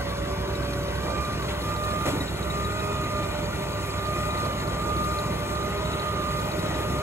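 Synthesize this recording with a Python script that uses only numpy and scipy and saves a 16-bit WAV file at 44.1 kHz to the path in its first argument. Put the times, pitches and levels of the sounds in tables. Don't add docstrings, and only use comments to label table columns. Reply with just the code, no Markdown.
import sys
import numpy as np
from scipy import signal
from scipy.fft import rfft, irfft, next_fast_len
from scipy.io import wavfile
from scipy.ndimage import uniform_filter1d, map_coordinates

SR = 44100
rng = np.random.default_rng(int(sys.argv[2]) if len(sys.argv) > 2 else 0)


def unload_wav(signal):
    wavfile.write(
        sys.argv[1],
        SR,
        np.round(np.clip(np.atleast_2d(signal).T, -1, 1) * 32767).astype(np.int16),
    )


N = 309582

# time [s], drone_level [dB], whine_change [dB]
TROWEL_LEVELS = [(0, -36.5, 5.5), (1.0, -35.5, 3.5), (1.1, -37, 3.5), (1.35, -41, 1), (1.5, -34, -10),
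                 (1.65, -37.5, 1), (2.03, -40, 2), (2.09, -39, -3), (2.3, -38.5, -4), (2.5, -35.5, -1.5),
                 (2.8, -38.5, 1.5), (3.0, -42, 0.5), (3.2, -41, -1.5), (3.42, -39, -6), (3.65, -42, -0.5),
                 (3.82, -41, -3.5), (4.2, -36, 1.5), (4.65, -40.5, 0), (5.0, -35, 2), (5.4, -41, -1),
                 (5.55, -38, -0.5), (6, -40, -0.5), (6.38, -39, 0.5), (6.5, -41, -5.5), (7.02, -38, -1)]
# time [s], roar_level [dB], scrape_level [dB]
NOISE_LEVELS = [(0, -36.5, -50.5), (1.2, -36, -48.5), (1.75, -36, -45.5), (2.6, -35.5, -45.5),
                (3.5, -36, -46.5), (4.35, -36, -45), (4.6, -35.5, -46.5), (5.1, -35.5, -45),
                (6.1, -35, -47.5), (6.45, -35.5, -45), (7.02, -36, -45.5)]
# pitch [Hz], relative_level [dB per Hz]
SCRAPE_COLOUR = [(3500, -20), (5000, -1), (6000, -3), (7500, 0), (8700, -1.5), (10000, -4), (12000, -6),
                 (13300, -10), (14400, -13.5), (15800, -14.5)]
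# pitch [Hz], relative_level [dB per Hz]
LATER_ROAR_COLOUR = [(500, -10), (650, 2.5), (765, -4.5), (850, 1.5), (1150, -2), (1450, 1), (1620, -13.5),
                     (1800, -4), (2050, -4.5), (2280, -10), (2480, -8.5), (3000, -9.5), (4300, -9),
                     (4800, -56), (6500, -17)]


def amp(db):
    return 10 ** (np.asarray(db) / 20)


def unit(x):
    return x / np.sqrt(np.mean(x ** 2) + 1e-20)


def along(points, hz):
    point_hz, values = np.transpose(points)
    return np.interp(np.log(hz + 1), np.log(point_hz + 1), values)


def curves(rows):
    time_s, *columns = np.transpose(rows)
    return [np.interp(np.arange(N) / SR, time_s, column) for column in columns]


def wobble(rate):
    knots = rng.standard_normal(int(N * rate / SR) + 4)
    return map_coordinates(knots, [np.arange(N) * rate / SR])


def filtered(x, response):
    length = next_fast_len(N + SR // 4)
    hz = np.fft.rfftfreq(length, 1 / SR)
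    return irfft(rfft(x, length) * response(hz), length)[..., :N]


def noise(spectrum, patchy_db=2):
    low_edge = [(1, -120), (spectrum[0][0] * .7, -70)]
    high_edge = [(spectrum[-1][0] * 1.3, -70)]
    closed = low_edge + list(spectrum) + high_edge
    z = signal.stft(rng.standard_normal((2, N)), nperseg=1024)[2]
    field = uniform_filter1d(rng.standard_normal(z.shape[1:]), size=4, axis=0)
    field = uniform_filter1d(field, size=5, axis=1)
    patchy = z * amp(patchy_db * unit(field))
    pair = signal.istft(patchy, nperseg=1024)[1][:, :N]
    return unit(filtered(pair, lambda hz: amp(along(closed, hz))))


def tone(hz, blur, flutter_db, rate, start=None):
    start = rng.random() if start is None else start
    phase = 2 * np.pi * (np.cumsum(hz) / SR + start) + blur * wobble(rate)
    size = np.sqrt(2) * amp(flutter_db * wobble(rate))
    return size * np.array([np.sin(phase), 0.72 * np.cos(phase + 3 * wobble(2.7))])


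def trowel():
    # time [s], firing_rate [Hz]
    firing = [(0, 63.3), (.9, 64.2), (1.2, 65.6), (1.6, 65), (1.95, 66.8), (2.3, 65.2), (2.9, 68.3),
              (3.4, 65.2), (3.9, 65.8), (4.3, 67), (5.4, 66.3), (5.8, 68), (7.02, 67.9)]
    second_order_db = -47
    hz = curves(firing)[0]
    drone_db = curves(TROWEL_LEVELS)[0]
    scrape_db = curves(NOISE_LEVELS)[1]
    drone = amp(drone_db) * tone(hz, blur=0.51, flutter_db=1.0, rate=9)
    drone = drone + amp(second_order_db) * tone(2 * hz, blur=0.52, flutter_db=2.5, rate=6.4)

    def grit():
        restless_db = 0.89 * wobble(17) + 0.84 * wobble(40) + 0.98 * wobble(400)
        return amp(restless_db) * noise(SCRAPE_COLOUR, patchy_db=2.5)

    def high_share(hz):
        return np.clip((hz - 7500) / 3000, 0, 1)

    low_hiss = filtered(grit(), lambda hz: np.sqrt(1 - high_share(hz)))
    high_hiss = filtered(grit(), lambda hz: np.sqrt(high_share(hz)))
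    return drone + amp(scrape_db) * unit(low_hiss + high_hiss)


def piston_rates():
    # time [s], piston_rate [Hz], rate of a second shaft that slips behind [Hz]
    turning_points = [(0, 188.8, 187), (.42, 194.3, 191), (0.76, 191.3, 189), (1.2, 199.6, 196.6),
                      (1.48, 197.7, 196.4), (1.92, 201.8, 198.8), (2.3, 196.9, 196.9), (2.85, 205.8, 203),
                      (3.42, 198.2, 197.2), (3.821, 198.7, 197.6), (4.24, 203, 199), (4.66, 198.8, 196),
                      (5.03, 202.4, 198.8), (5.37, 198.6, 196), (5.84, 205.8, 202.5), (6.24, 201.1, 197.8),
                      (6.63, 204.9, 201.3), (6.92, 201.8, 198.8), (7.02, 204, 199.5)]
    swing = 0.54
    time_s, *turning_hz = np.transpose(turning_points)
    points = np.arange(len(time_s))
    place = np.interp(np.arange(N) / SR, time_s, points)
    lingering = place - np.sin(2 * np.pi * place) / (2 * np.pi) * swing
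    return [np.interp(lingering, points, hz) for hz in turning_hz]


def pump():
    # whine_pitch [Hz], level [dB]
    resonance = [(1134, -51.5), (1156, -46.5), (1176, -51), (1185, -45), (1188, -44), (1193, -37.5),
                 (1209, -32.5), (1224, -35), (1236, -38)]
    # time [s], level at 3x [dB], level at 2x of the slower shaft [dB], level at 12x [dB],
    # roughness [0-1]
    hum_levels = [(0, -37, -53, -55, 0.05), (.35, -36.5, -40, -52, 0.14), (.9, -36.5, -39.5, -53, 0.08),
                  (1.2, -42, -48, -45, 0.33), (1.5, -42.5, -48, -56, 0.24), (2, -42.5, -44.5, -48, 0.34),
                  (2.35, -42.5, -46.5, -58, 0.3), (2.9, -41, -37.5, -45, 0.16),
                  (3.3, -39.5, -46.5, -49, 0.37), (3.8, -43.5, -45, -51.5, 0.34),
                  (4.3, -40, -42.5, -47, 0.1), (4.7, -44.5, -47.5, -54, 0.4), (5.2, -40.5, -43, -52, 0.05),
                  (5.8, -42.5, -41.5, -54, 0.26), (6.4, -41.5, -44, -52, 0.1),
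                  (7.02, -40, -45.5, -53.5, 0.4)]
    # time [s], level against the first shaft's [dB]
    second_shaft = [(0, -16), (.9, -16), (1.15, -1), (7.02, -1)]
    hz, slow_hz = piston_rates()
    third_db, second_db, high_db, rough = curves(hum_levels)
    slow_third_db = third_db + curves(second_shaft)[0]
    whine_db = along(resonance, 6 * hz) + curves(TROWEL_LEVELS)[1]

    whine = amp(whine_db) * tone(6 * hz, blur=0.4, flutter_db=1.0, rate=22)
    third = amp(third_db) * tone(3 * hz, blur=2.1 * rough, flutter_db=6.8 * rough, rate=25)
    slow_third = amp(slow_third_db) * tone(3 * slow_hz, blur=1.9 * rough, flutter_db=4.6 * rough, rate=25)
    slow_second = amp(second_db) * tone(
        2 * slow_hz, blur=0.62 + 1.0 * rough, flutter_db=1.5 + 6.1 * rough, rate=22)
    high = amp(high_db) * tone(12 * hz, blur=1.2, flutter_db=3.5, rate=140)
    return whine + third + slow_third + slow_second + high


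def rustle():
    # start [s], level [dB], time to fall 60 dB [s]
    events = [(.878, -41, .14), (1.48, -34.5, .3)]
    rustle_colour = [(1200, -8), (1700, 0), (2200, 2), (2900, 2), (3800, 2.5), (4500, -12)]
    start_s, level_db, t60_s = np.transpose(events)[..., None]
    since_s = np.clip(np.arange(N) / SR - start_s, 0, None)
    grains = noise(rustle_colour) * amp(2.2 * wobble(150))
    swells = amp(level_db - 60 * since_s / t60_s) * (1 - np.exp(-since_s / 0.0087))
    return np.sum(swells, 0) * grains


def knocks():
    # start [s], pitch [Hz], level before damping [dB], time to fall 60 dB [s]
    lumps = [(1.05, 72.4, -28, 0.16), (2.052, 72.5, -27, 0.1), (2.064, 420, -20, .03),
             (2.083, 125, -15, 0.04), (2.131, 297, -13, 0.05), (2.176, 135, -13, 0.05),
             (2.205, 278, -19, 0.066), (4.16, 330, -25, .1), (4.5, 590, -22, .04), (4.96, 335, -24, .1),
             (6.74, 66.25, -28, 0.2)]
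    start_s, hz, level_db, t60_s = np.transpose(lumps)[..., None]
    since_s = np.clip(np.arange(N) / SR - start_s, 0, None)
    size = amp(level_db - 60 * since_s / t60_s) * (1 - np.exp(-since_s / 0.002))
    direct = np.sum(size * np.sin(2 * np.pi * hz * since_s), 0)
    return np.array([direct, 0.34 * direct])


def slumps():
    # thud [dB], rush [dB], hiss [dB]
    drops = [(1.03, 0.033, 0.6, -26, -55, -62), (2.051, 0.014, 0.29, -22, -23.5, -30),
             (2.115, 0.013, 0.69, -30, -37, -50), (4.33, 0.068, 0.83, -30, -29.5, -54),
             (6.62, 0.068, 0.89, -26.5, -29, -56)]
    thud_colour = [(40, -22), (70, -12), (150, -2), (250, 3), (330, 3), (450, 2), (900, -4), (1300, -20)]
    t = np.arange(N) / SR
    energy = np.zeros((3, N))
    for start_s, rise_s, t60_s, *levels_db in drops:
        since_s = np.clip(t - start_s, 0, None)
        swell = (1 - np.exp(-since_s / rise_s)) * amp(-60 * since_s / t60_s)
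        energy += (amp(levels_db)[:, None] * swell) ** 2
    colours = (thud_colour, LATER_ROAR_COLOUR, SCRAPE_COLOUR)
    layers = sum(np.sqrt(e) * noise(colour) for e, colour in zip(energy, colours))
    return amp(0.83 * wobble(99)) * layers


def tick_rows():
    # start [s], snap_level [dB], ring_level [dB], both before the plate's colouring
    loud_ticks = [(0.0927, -38, -54), (0.4753, -41, -41), (0.626, -37, -50), (0.7323, -33, -43.5),
                  (0.8814, -39, -38), (1.0306, -40, -42), (1.1029, -38, -50), (1.1767, -41, -47),
                  (1.2498, -37, -36), (1.3229, -33, -49.5), (1.4229, -35, -44.5), (1.5429, -38, -48),
                  (1.616, -36, -42), (1.6881, -34, -45), (1.763, -32, -38), (1.836, -34, -38),
                  (1.9086, -33, -43.5), (2.0095, -40.5, -40), (2.0557, -43, -47), (2.2057, -37, -26),
                  (2.2783, -37, -33), (2.352, -36, -47), (2.427, -38, -32), (2.5002, -34, -28.5),
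                  (2.6473, -36, -27.5), (2.7935, -33, -33), (3.038, -41, -36), (3.2313, -34, -46.5),
                  (3.3802, -44, -47), (3.6353, -43, -47), (3.9858, -44, -39), (4.3064, -50, -33.5),
                  (4.375, -38, -40), (4.4538, -33, -43), (4.5271, -43, -51), (4.6007, -35, -49),
                  (4.892, -38, -46), (4.9656, -35, -46), (5.04, -31, -43.5), (5.111, -35, -41),
                  (5.187, -30, -36), (5.26, -34, -44.5), (5.3329, -37, -48), (5.4051, -39, -50),
                  (5.6975, -40, -40), (5.775, -35, -38), (5.85, -35, -35), (5.9295, -40, -29.5),
                  (5.996, -33.5, -34), (6.2919, -44, -46), (6.3943, -35, -45.5), (6.4425, -35, -48.5),
                  (6.5146, -35, -39), (6.5896, -32.5, -38), (6.7416, -42, -36.5), (6.9865, -36.5, -53.5)]
    ticks_per_s = 13.62
    faint_snap_db, faint_ring_db, faint_spread_db = -42, -50, 3.5
    loud_s = np.transpose(loud_ticks)[0]
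    gaps = []
    for a, b in zip(loud_s, loud_s[1:]):
        turns = max(round((b - a) * ticks_per_s), 1)
        gaps.append(np.linspace(a, b, turns + 1)[1:-1])
    faint_s = np.concatenate(gaps)
    spread = faint_spread_db * rng.standard_normal((len(faint_s), 2))
    faint_db = [faint_snap_db, faint_ring_db] + spread
    return np.vstack([loud_ticks, np.column_stack([faint_s, faint_db])])


def ticks():
    # pitch [Hz], time to fall 60 dB [s]
    valve = [(3832, 0.05), (4250, 0.02), (4520, 0.028)]
    jingle_hz = [10850, 11400, 11870, 12250]
    jingle_db, jingle_t60_s = -20, 0.07
    snap_shares = [2.4, 1.1]
    snap_rise_s, ring_rise_s = .0015, 0.0032
    out = np.zeros(N + SR)
    t = np.arange(SR // 10) / SR
    waver = amp(3 * wobble(250))

    def swing(hz, t60_s):
        return amp(-60 * t / t60_s) * np.sin(2 * np.pi * (hz * t + rng.random()))

    for start_s, snap_db, ring_db in tick_rows():
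        first = round(start_s * SR)
        ring, *snaps = (swing(hz, t60_s) for hz, t60_s in valve)
        crack = 1.06 * amp(-60 * t / 0.13) * rng.standard_normal(len(t))
        jingle = sum(amp(jingle_db + 5 * rng.standard_normal()) * swing(hz, jingle_t60_s)
                     for hz in jingle_hz)
        loose = np.roll(waver, -first)[:len(t)]
        shaken = (amp(ring_db) * ring + amp(snap_db) * jingle) * loose
        snap = amp(snap_db) * (loose * (snap_shares @ np.array(snaps)) + crack)
        soft_ring = (1 - np.exp(-t / ring_rise_s)) * shaken
        soft_snap = (1 - np.exp(-t / snap_rise_s)) * snap
        out[first:][:len(t)] += soft_ring + soft_snap

    tick_colour = [(1500, -40), (3200, -14), (3800, 4.0), (4300, -7.5), (4800, -9), (5500, -12),
                   (7000, -24), (9000, -44), (11000, 4.5), (16000, -57)]
    aside_s = np.array([[-1], [1]]) * 22e-6
    return filtered(out[:N], lambda hz: amp(along(tick_colour, hz)) * np.exp(2j * np.pi * hz * aside_s))


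def diesel():
    # time [s], firing rate of one bank [Hz]
    firing = [(0, 20.0), (.6, 19.75), (1.1, 20.4), (1.8, 20.35), (2.7, 20.55), (3.6, 20), (4.2, 20.25),
              (4.8, 20.5), (5.5, 20.4), (6.3, 20.25), (7.02, 20.35)]
    # multiple of the firing rate, relative_level [dB]
    exhaust = [(2, -14), (3, -11), (4, -4.5), (5, 3), (6, -34), (7, -2.5), (8, -0.5), (9, -4), (10, -5.5),
               (12, -19), (14, -28), (16, -10)]
    throb = [(0, -43, -36), (1, -43.5, -34), (2.5, -42.5, -34.5), (4, -42.5, -35.5), (5, -41.5, -34),
             (6, -42.5, -34.5), (7.02, -41, -33)]
    # time [s], share of the later roar [0-1]
    later_share = [(0, 0.099), (1, 0.03), (2, 1), (7.02, 0.84)]
    # pitch [Hz], relative_level [dB per Hz]
    rumble_colour = [(25, -30), (32, -24), (42, -19), (60, -16), (100, -6), (140, -5), (200, -10),
                     (350, -9.5), (600, -13.5), (760, -24), (1200, -31.5)]
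    early_roar_colour = [(500, -9.5), (700, -1.5), (810, -10), (930, -2.5), (1150, -3), (1390, -7.5),
                         (1560, -3.5), (1750, -14.5), (1950, -8), (2250, -15), (2450, -15), (3000, -13.5),
                         (4300, -14.5), (4800, -21), (6500, -22.5)]
    spit_colour = [(3300, -17), (3900, -24), (4300, -15), (4550, 18), (5000, -41)]
    # pitch [Hz], width [Hz], relative_level [dB]
    loose_steel = [(1960, 60, 9), (2455, 50, 11), (3480, 60, 4), (4521, 50, 3), (4888, 50, 4),
                   (5060, 50, -1), (5512, 50, -2), (6352, 50, -1), (7450, 60, -1), (8118, 50, 2),
                   (8419, 50, 2), (9388, 40, 3), (9539, 40, 6), (10206, 50, -4), (10852, 50, -2),
                   (11864, 50, -4), (12187, 50, -4), (12446, 50, -3), (13178, 60, -5), (14793, 60, -9)]
    # pitch [Hz], level [dB]
    steady_hums = [(53.6, -49), (73, -52.5)]
    rattle_db, spit_db = -51.5, -57.5
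    pipe_smear = 0.02004

    (hz,), (throb_db, rumble_db) = curves(firing), curves(throb)
    roar_db = curves(NOISE_LEVELS)[0]
    later = np.clip(curves(later_share)[0], 0, 1)
    cycle = np.cumsum(hz) / SR
    fire = amp(-9 * (2 * cycle % 1))
    turn = amp(-4 * (2 / 3 * cycle % 1))

    orders = sum(amp(db) * tone(k * hz, blur=0.24, flutter_db=1.04, rate=5, start=pipe_smear * k * k)
                 for k, db in exhaust)
    orders = orders * amp(1.5 * wobble(40))
    hums = sum(amp(db) * tone(np.full(N, hum_hz), blur=0.44, flutter_db=5.0, rate=4.1)
               for hum_hz, db in steady_hums)

    rumble = noise(rumble_colour, patchy_db=1.4) * fire ** 0.096 * amp(0.6 * wobble(9))
    early_roar = np.sqrt(1 - later) * noise(early_roar_colour, patchy_db=2.5)
    later_roar = np.sqrt(later) * noise(LATER_ROAR_COLOUR, patchy_db=2.0)
    roar_waver = amp(0.49 * wobble(10) + 0.54 * wobble(120))
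    roar = (early_roar + later_roar) * fire ** 0.048 * roar_waver
    spits = noise(spit_colour) * fire ** 2.5 * amp(3.5 * wobble(35))

    def shake():
        return rng.standard_normal((2, N)) * fire * turn * amp(2.2 * wobble(5) + 3 * wobble(14))

    def rings(part, f):
        total = 0
        for k, (centre, width, db) in enumerate(part):
            resonance = 1j * f * width / (centre * centre - f * f + 1j * f * width)
            total = total + amp(db) * resonance * (-1) ** k
        return total

    steel = sum(filtered(shake(), lambda f: rings(loose_steel[k::3], f)) for k in range(3))
    tones = amp(throb_db) * orders + hums
    noises = amp(rumble_db) * unit(rumble) + amp(roar_db) * unit(roar) + amp(spit_db) * unit(spits)
    return tones + noises + amp(rattle_db) * unit(steel)


def scene():
    # pitch [Hz], likeness [0-1]
    alike = [(60, .98), (260, .93), (500, .82), (780, .45), (1400, .8), (2600, .65), (4300, .85),
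             (6000, .75), (7100, .93), (16000, .9)]
    pair = trowel() + pump() + rustle() + knocks() + slumps() + diesel()

    def shares(hz):
        angle = np.arccos(np.clip(along(alike, hz), 0, 1)) / 2
        return np.array([np.cos(angle), np.sin(angle)])

    direct, scattered = filtered(pair, shares)
    return np.array([direct + scattered, direct - scattered]) + ticks()


def record(dry):
    # pitch [Hz], level_difference [dB]
    tilt = [(60, -4), (200, 0.5), (400, -1.5), (650, -4), (1000, -0.5), (1200, -1.5), (1800, 2), (2900, 3),
            (3900, 1), (6000, -3.5), (7000, 1), (16000, 1)]
    # pitch [Hz], phase_lag [radians]
    lag = [(20, -.1), (200, 0), (500, .8), (1200, 1.1), (2200, 1.1), (3450, 3.2), (3850, 3.6), (4700, 3.4),
           (5600, 3.85), (7100, 6.28), (9100, 9.42), (11400, 12.57), (13650, 15.71), (15500, 18.85),
           (17000, 21)]
    top_hz = 15760

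    def ports(hz):
        half = amp(along(tilt, hz) / 2) * np.exp(-.5j * np.interp(hz, *np.transpose(lag)))
        return np.array([half, 1 / half]) * (hz < top_hz)

    return filtered(dry, ports)


dry = scene()
out = record(dry)
unload_wav(out)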